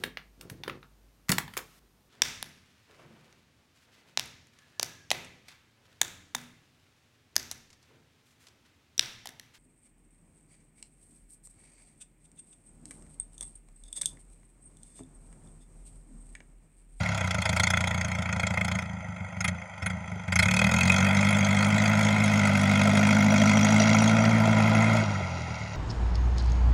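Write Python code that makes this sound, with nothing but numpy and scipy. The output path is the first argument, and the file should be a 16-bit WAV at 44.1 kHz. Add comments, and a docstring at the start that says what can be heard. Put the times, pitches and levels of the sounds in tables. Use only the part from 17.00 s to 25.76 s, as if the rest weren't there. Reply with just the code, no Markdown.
"""Diesel tractor working a bare field

Some metres away, a four-cylinder diesel idles, coasts while the governor catches it twice, revs up,
pushes a heap of soil and is throttled back. Every firing booms in the muffler and blows a rasping puff
through the tail pipe. Beneath it valves tick, narrow buzzes come and go, the body hums and earth
scrapes the blade."""
import sys
import numpy as np
from scipy import signal
from scipy.fft import rfft, irfft, next_fast_len
from scipy.io import wavfile
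from scipy.ndimage import uniform_filter1d

SR = 44100
rng = np.random.default_rng(int(sys.argv[2]) if len(sys.argv) > 2 else 0)


def materialize(psi):
    """Save the field psi as 16-bit PCM at rate SR to the path in sys.argv[1].

    A 1-D psi becomes a single channel; in a 2-D psi each row is a channel.
    """
    bounded = np.clip(np.atleast_2d(psi).T, -1, 1)
    quanta = np.round(bounded * 32767).astype(np.int16)
    wavfile.write(sys.argv[1], SR, quanta)


N = 386316
TIME = np.arange(N) / SR
IDLE_HZ = 28  # firings per second

# the four cylinders in firing order: boom_db, puff_db, lateness (share of the firing interval)
CYLINDERS = [(.6, -.6, .028), (-.8, -.5, -.002), (-.6, .9, -.028), (.9, .1, .005)]


def exhaust(times, boom_db, puff_db):
    """Gas pulses boom in the muffler and leave the tail pipe as roar, rasp, hiss and spit."""
    roar = amp(level(-48.5, fuel_db=11, octave_db=6.5, near_db=4.5, side_db=0.5))
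    rasp = amp(level(-48, fuel_db=19, octave_db=3.5, near_db=2.7, side_db=-1.9))
    hiss = amp(level(-66.5, fuel_db=33.5, octave_db=0.1, near_db=1.9, side_db=-2.5))
    spit = hiss * (hiss / amp(-45)) ** 0.093  # only hard puffs reach the very top
    uneven = (firing_rate().min() / firing_rate(times)) ** 1.03  # slow running burns less evenly
    burn, push, drift = rng.standard_normal((3, len(times))) * uneven
    boom = muffler(times - .002 + 0.00032 * drift, boom_db * (1 + 1.2 * uneven) + 2.5 * push)
    boom /= np.sqrt(running_power(boom, SR // 7, SR // 10) + 1e-9)
    accent_db = 1.8 * puff_db + 1.5 * burn
    out = boom_gain() * boom
    roar *= throb(times - .0015, accent_db, scatter_db=2.36, rise_s=0.0028, steady_db=7.5)
    out += jet(roar, 446, 1190, repeat=0.42)
    rasp *= throb(times, accent_db, scatter_db=0.8, rise_s=0.0036, steady_db=-0.9)
    out += jet(rasp, 1096, 3380, repeat=0.23, shimmer_db=3)
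    hiss *= throb(times, accent_db, scatter_db=3, rise_s=0.0032, steady_db=-4)
    out += jet(hiss, 3597, 8900, shimmer_db=4.5)
    spit *= throb(times, accent_db, scatter_db=2.5, rise_s=0.003, steady_db=-21)
    return out + amp(-15) * jet(spit, 10840, 20000, shimmer_db=6)


def firings():
    """Exhaust valve openings with their boom and puff accents; uneven spacing makes the engine lope."""
    elapsed = np.cumsum(firing_rate()) / SR - .14  # counted in firings
    count = np.arange(int(elapsed[-1]) + 1)
    boom_db, puff_db, lateness = np.array(CYLINDERS)[count % len(CYLINDERS)].T
    return np.interp(count + lateness, elapsed, TIME), boom_db, puff_db


def firing_rate(at=TIME):
    """Firings per second: the governor's surges ride on the slow rise and fall of the revs."""
    # engine speed: time_s, rate_hz
    revs = [(0.0, 37.655), (0.357, 26.804), (0.735, 29.351), (1.514, 28.043), (1.787, 28.527),
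            (2.118, 24.889), (3.282, 23.2), (3.5, 36.682), (3.945, 47.061), (4.266, 50.809),
            (4.502, 49.645), (4.782, 52.505), (5.274, 52.221), (5.598, 49.166), (5.997, 51.419),
            (6.508, 51.914), (7.291, 55.924), (7.592, 53.757), (7.966, 55.774), (8.253, 44.709),
            (8.76, 34.965)]
    # the governor catches the coasting engine: start_s, gained_hz, fall_s
    surges = [(2.368, 5.76, .233), (2.809, 5.07, .357)]
    rise_s = .12
    lift = sum(gained_hz * np.interp(at, [s, s + rise_s, s + rise_s + fall_s], [0, 1, 0])
               for s, gained_hz, fall_s in surges)
    return curves(revs, at)[0] + lift


def fuel(at=TIME):
    """Share of the full dose that is injected."""
    # idling, coasting, pushing, throttled back: time_s, dose (0-1)
    doses = [(0, 0.62), (.3, 0.73), (.58, 0.99), (1.2, 0.56), (1.45, 0.7), (1.8, 0.68), (1.87, 0.07),
             (2.55, 0.04), (2.7, 0), (2.92, 0.08), (3.02, 0.02), (3.12, 0.14), (3.3, 0), (3.48, 1),
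             (4.5, 0.82), (5.5, 0.82), (6.9, 0.79), (7.35, 0.66), (7.98, 0.71), (8.05, 0.42), (8.76, 0.09)]
    return np.clip(curves(doses, at)[0], 0, 1)


def level(base_db, fuel_db, octave_db, near_db, side_db, at=TIME):
    """Level ride in dB, lifted or cut by fuel, octaves of speed above idle, nearness and turning."""
    # the tractor backs off, comes closer and turns: time_s, nearness (0-1), side_on (0-1)
    path = [(0, 0.34, 0.72), (2.5, 0, 0), (5.2, 0.2, 0.35), (6.3, 0.48, 0.01), (7.8, 0.96, 0.86),
            (8.3, 0.06, 1), (8.76, 0, .98)]
    near, side = np.clip(curves(path, at), 0, 1)
    octaves = np.log2(firing_rate(at) / IDLE_HZ)
    return base_db + fuel_db * fuel(at) + octave_db * octaves + near_db * near + side_db * side


def boom_gain():
    """Weight of the low exhaust note, which collapses when almost no fuel is injected."""
    starved_db = -17.5 * np.exp(-fuel() / 0.017)
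    return amp(level(-36, fuel_db=8, octave_db=7.5, near_db=6.5, side_db=-4.5) + starved_db)


def muffler(times, pulse_db):
    """Each pulse rings the chambers: heat raises their pitch, fast flow damps them."""
    # chamber modes before heat and damping scale them: pitch_hz, width_hz, level_db
    chambers = [(102.4, 19.3, 2), (201.3, 15, 4.5), (230.6, 35.6, -8)]
    heat = gas_heat(times)[:, None]
    # a sharp pulse favours the upper chambers
    sharp_db = level(-1, fuel_db=-0.5, octave_db=6, near_db=4, side_db=-11.5, at=times)[:, None]
    damping = 0.7 * (firing_rate(times)[:, None] / IDLE_HZ) ** 1.16
    t = np.arange(SR // 7) / SR
    rings = 0
    for k, (hz, width, db) in enumerate(chambers):
        gain = (-1) ** k * amp(db + sharp_db * (k > 0)) * width / chambers[0][1]
        rings += gain * np.exp(-np.pi * width * damping * t) * np.cos(2 * np.pi * hz * heat * t)
    pulses = placed(times, amp(pulse_db)[:, None] * rings)
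    return coloured(pulses, lambda f: band(f, 67, np.inf, order=4) * band(f, 0, 285, order=12))


def gas_heat(times):
    """Speed of sound as a ratio: hard work heats the gas, the more so once the muffler is warm."""
    cold_ratio, heat_rise, warm_up_s = 0.9, 0.13, 4.1
    power = fuel() * firing_rate() / IDLE_HZ
    step = 1 / (warm_up_s * SR)
    warmth = signal.lfilter([step], [1, step - 1], power)
    return np.interp(times, TIME, cold_ratio + heat_rise * power * warmth)


def puffs(times, db, rise_s):
    """Envelope with a quick swell and a slower tail for each event."""
    age = np.arange(SR // 20) / SR / rise_s
    swell = (age * np.exp(1 - age)) ** 1.2
    tail = 0.043 * age * np.exp(-age / 2.46)
    return placed(times, amp(db)[:, None] * (swell + tail))


def throb(times, db, scatter_db, rise_s, steady_db):
    """The engine's gas flow at a power near 1: uneven puffs over a steady stream."""
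    even = puffs(times, np.zeros_like(times), rise_s)
    power = running_power(even, SR // 12, SR // 12) + 1e-6
    uneven = puffs(times, db + scatter_db * rng.standard_normal(len(times)), rise_s)
    stream_db = level(3.5, fuel_db=-19.5, octave_db=10.5, near_db=-12.1, side_db=13)
    steady = amp(stream_db + steady_db) ** 2
    return np.sqrt((uneven ** 2 / power + steady) / (1 + steady))


def jet(flow, lo_hz, hi_hz, repeat=0.0, shimmer_db=0.0):
    """Turbulence that follows the flow, through one band of the tail pipe."""
    # the share 'repeat' is a shock pattern that comes back with every round of the cylinders
    starts = firings()[0][::len(CYLINDERS)]
    age_s = TIME - starts[np.maximum(np.searchsorted(starts, TIME) - 1, 0)]
    shock = rng.standard_normal(SR)[np.round(age_s * SR).astype(int)]
    turbulence = shimmer(rng.standard_normal(N), shimmer_db)
    stream = np.sqrt(repeat) * shock + np.sqrt(1 - repeat) * turbulence
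    return coloured_level(flow * stream, lambda f: tail_pipe(f) * band(f, lo_hz, hi_hz, order=8))


def tail_pipe(f):
    """Tone of the pipe: some frequencies ring in it, others cancel."""
    # pipe resonances: pitch_hz, width_hz, level_db
    modes = [(520, 100, -4), (626, 118, -1.5), (834, 390, -5), (1012, 146, -5.5), (1368, 207, 2.5),
             (1455, 305, 1.5), (1922, 420, 0.5), (2133, 280, 7.5), (2474, 150, 1.5), (2596, 310, -7),
             (3243, 260, -3.5), (3370, 280, -6), (3800, 320, -16), (4283, 184, -13.5), (4680, 140, -14),
             (5260, 480, -17.5), (6020, 390, -15), (6607, 390, -13), (7370, 1400, -21.5), (8700, 2200, -26),
             (9990, 1230, -22), (11700, 1300, -38), (15100, 2300, -42.5)]
    # cancellations: pitch_hz, width_hz, depth_db
    notches = [(390, 77, -9), (1121, 56, -8), (1735, 34, -13.5), (2386, 37, -3), (2990, 84, -1.5),
               (3660, 80, -5.5), (4460, 156, -5.5), (5790, 130, -8), (7970, 200, -2)]
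    notch_db = sum(db / (1 + ((f - hz) / width) ** 2) for hz, width, db in notches)
    return resonances(modes, f) * amp(notch_db)


def shimmer(x, depth_db):
    """Random patches of the spectrum swell and fade, so each puff has its own colour."""
    spectrum = signal.stft(x, nperseg=512)[2]
    patches = uniform_filter1d(rng.standard_normal(spectrum.shape), size=4, axis=0)
    patches = uniform_filter1d(patches, size=5, axis=1)
    gain = unit(amp(depth_db * unit(patches)))
    return signal.istft(spectrum * gain, nperseg=512)[1][:N]


def governor_kicks():
    """As the governor opens, a sudden dose of fuel makes single firings bark."""
    # heavy firings, before each layer's trim: start_s, level_db, boom_offset_db, hiss_offset_db
    kicks = [(0.4547, -16.5, -18, -23), (0.5642, -15.5, -19, -17), (2.404, -20.5, -15, -14.5),
             (2.442, -12, -30, -18.5), (2.477, -17, -12.5, -14), (2.822, -23.5, -8, -18.5),
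             (2.859, -15.5, -24, -19), (2.898, -22.5, -12, -23), (3.277, -25, -7, -22),
             (3.32, -13, -28, -17), (3.355, -12.5, -16.5, -13), (3.388, -8.5, -18, -15),
             (3.425, -12.5, -15, -15)]
    start_s, db, boom_db, hiss_db = np.transpose(kicks)
    bark = jet(puffs(start_s + 0.00039, db - 9.5, rise_s=0.005), 490, 3600, shimmer_db=0.5)
    spit = jet(puffs(start_s + 0.00046, db + hiss_db, rise_s=0.0042), 4100, 15000, shimmer_db=7)
    return bark + spit + muffler(start_s - .002, db + boom_db + 4)


def valve_gear(times):
    """Valves and injectors tick twice a firing and ring the block."""
    # engine block resonances: pitch_hz, width_hz, level_db
    block = [(816, 245, 10), (1954, 130, 12.5), (3160, 350, -15), (4830, 180, -9), (5360, 250, -25),
             (6170, 110, 3.5), (7140, 440, -8), (9000, 170, -9.5), (9940, 870, -19)]
    ticks = np.concatenate([times, (times[1:] + times[:-1]) / 2])
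    taps = puffs(ticks, 1.6 * rng.standard_normal(len(ticks)), rise_s=0.0016) + 0.5
    return amp(-49) * noise(lambda f: resonances(block, f), taps)


def buzz_bands(times, puff_db):
    """Narrow bands of noise buzz with the firings, each swelling and fading in its own stretch."""
    # buzzing bands: start_s, end_s, pitch_hz, width_hz, level_db
    buzzes = [(3.34, 4.18, 2513, 140, -31), (5.95, 7.33, 5860, 230, -38.5), (4.97, 8.36, 650, 117, -35.5),
              (3, 9.2, 420, 83, -52.5), (7.2, 8.5, 320, 120, -46.5), (0.37, 1.06, 3450, 120, -46)]
    pulsing = throb(times, puff_db, scatter_db=6, rise_s=0.0032, steady_db=-24)
    out = np.zeros(N)
    for start_s, end_s, hz, width, db in buzzes:
        progress = np.clip((TIME - start_s) / (end_s - start_s), 0, 1)
        swell = np.sqrt(np.abs(np.sin(np.pi * progress)))
        out += amp(db) * swell * noise(lambda f: resonances([(hz, width, 0)], f), pulsing)
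    return out


def body_hum():
    """At working speed the body hums on a few overtones of the crank."""
    # overtones: multiple (of the firing rate), level_db (against the boom, at top speed)
    overtones = [(5.25, -20.5), (5.75, -32), (6.75, -27), (7.25, -31), (8.75, -25.5), (10.25, -20.5),
                 (12, -14.5), (13, -20)]
    rate = firing_rate()
    phase = 2 * np.pi * np.cumsum(rate) / SR
    gain = boom_gain() * (rate / rate.max()) ** 5.8
    return gain * sum(amp(db) * np.sin(k * phase + rng.uniform(0, 2 * np.pi)) for k, db in overtones)


def soil():
    """Crumbs of dry earth scrape over the steel blade, and a few clods knock it."""
    # soil sliding along the blade and under the tyres: time_s, level_db
    slide = [(0, -47), (1.8, -85), (3.3, -67), (5.5, -43.5), (6.3, -42), (6.9, -38.5), (7.3, -46), (8, -43),
             (8.3, -49.5), (8.76, -49)]
    # clods and stones, before their trim: start_s, level_db
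    clods = [(6.796, -19), (6.8184, -25), (6.8708, -25), (7.2494, -26)]
    # blade resonances: pitch_hz, width_hz, level_db
    blade = [(2740, 270, 7.5), (3870, 490, 2), (4770, 1100, 0.5), (5700, 150, 6.5), (6730, 510, -1.5),
             (9600, 4800, -35)]
    start_s, db = np.transpose(clods)
    crumbs = unit(rng.standard_normal(N) * rng.exponential(size=N) ** 2)
    pressure = amp(curves(slide)[0]) + puffs(start_s, db - 10, rise_s=0.003)
    return coloured_level(crumbs * pressure, lambda f: resonances(blade, f))


def field():
    """A faint bed of outdoor air, and a rumble that grows with the engine's effort."""
    # tone of the open air: frequency_hz, level_db
    air_tone = [(20, 19), (60, -15), (150, 4), (350, -16), (1500, -28.5), (6000, -20), (15000, -90)]
    hz, db = np.transpose(air_tone)
    air = noise(lambda f: amp(np.interp(np.log(f + 1), np.log(hz), db)))
    rumble = noise(lambda f: band(f, 97, 288, order=6))
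    return amp(-66) * air + amp(-24) * boom_gain() * rumble


def amp(db):
    """Decibels to gain."""
    return 10 ** (np.asarray(db) / 20)


def unit(x):
    """Scaled to rms 1."""
    return x / np.sqrt(np.mean(x ** 2) + 1e-20)


def running_power(x, first, second):
    """Power smoothed by two windows in turn, their lengths in samples."""
    return np.abs(uniform_filter1d(uniform_filter1d(x ** 2, first), second))


def curves(rows, at=TIME):
    """Each column after the time, read at the given moments."""
    time_s, *columns = np.transpose(rows)
    return [np.interp(at, time_s, column) for column in columns]


def placed(times, shapes):
    """Sum of short shapes, one row for each start time."""
    index = np.maximum(np.round(times * SR).astype(int), 0)[:, None] + np.arange(shapes.shape[1])
    return np.bincount(index.ravel(), shapes.ravel(), N)[:N]


def resonances(modes, f):
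    """Gain of a set of steep-sided peaks."""
    return np.sqrt(sum(amp(db) ** 2 / (1 + 2 * ((f - hz) / width) ** 2) ** 3 for hz, width, db in modes))


def band(f, lo_hz, hi_hz, order):
    """Gain of a band-pass."""
    return 1 / np.sqrt((1 + (lo_hz / (f + 1e-3)) ** (2 * order)) * (1 + (f / hi_hz) ** (2 * order)))


def coloured(x, gain):
    """x through the causal filter that has this gain over frequency."""
    size = 2 * next_fast_len((N + SR) // 2)
    cepstrum = irfft(np.log(np.maximum(gain(np.fft.rfftfreq(size, 1 / SR)), 1e-6)))
    cepstrum[1:size // 2] *= 2
    cepstrum[size // 2 + 1:] = 0
    return irfft(rfft(x, size) * np.exp(rfft(cepstrum)))[:N]


def coloured_level(x, gain):
    """The same filter with make-up gain, so white noise keeps its level."""
    power = np.mean(gain(np.fft.rfftfreq(SR, 1 / SR)) ** 2)
    return coloured(x, gain) / np.sqrt(power)


def noise(gain, envelope=1):
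    """Noise shaped by an envelope, then coloured, at rms 1."""
    return unit(coloured(envelope * rng.standard_normal(N), gain))


def scene():
    """The tractor in the open, in mono."""
    times, boom_db, puff_db = firings()
    engine = exhaust(times, boom_db, puff_db) + governor_kicks()
    engine += valve_gear(times) + buzz_bands(times, puff_db) + body_hum()
    return (engine + soil() + field())[None]


def record(dry):
    """Soft saturation rounds off the highest peaks, and a steep high cut removes the very top."""
    ceiling, top_hz = .44, 15850
    rounded = dry / (1 + np.abs(dry / ceiling) ** 6) ** (1 / 6)
    size = next_fast_len(N + SR // 4)
    passband = np.fft.rfftfreq(size, 1 / SR) < top_hz
    return irfft(rfft(rounded, size) * passband, size)[:, :N]


dry = scene()
out = record(dry)
materialize(out)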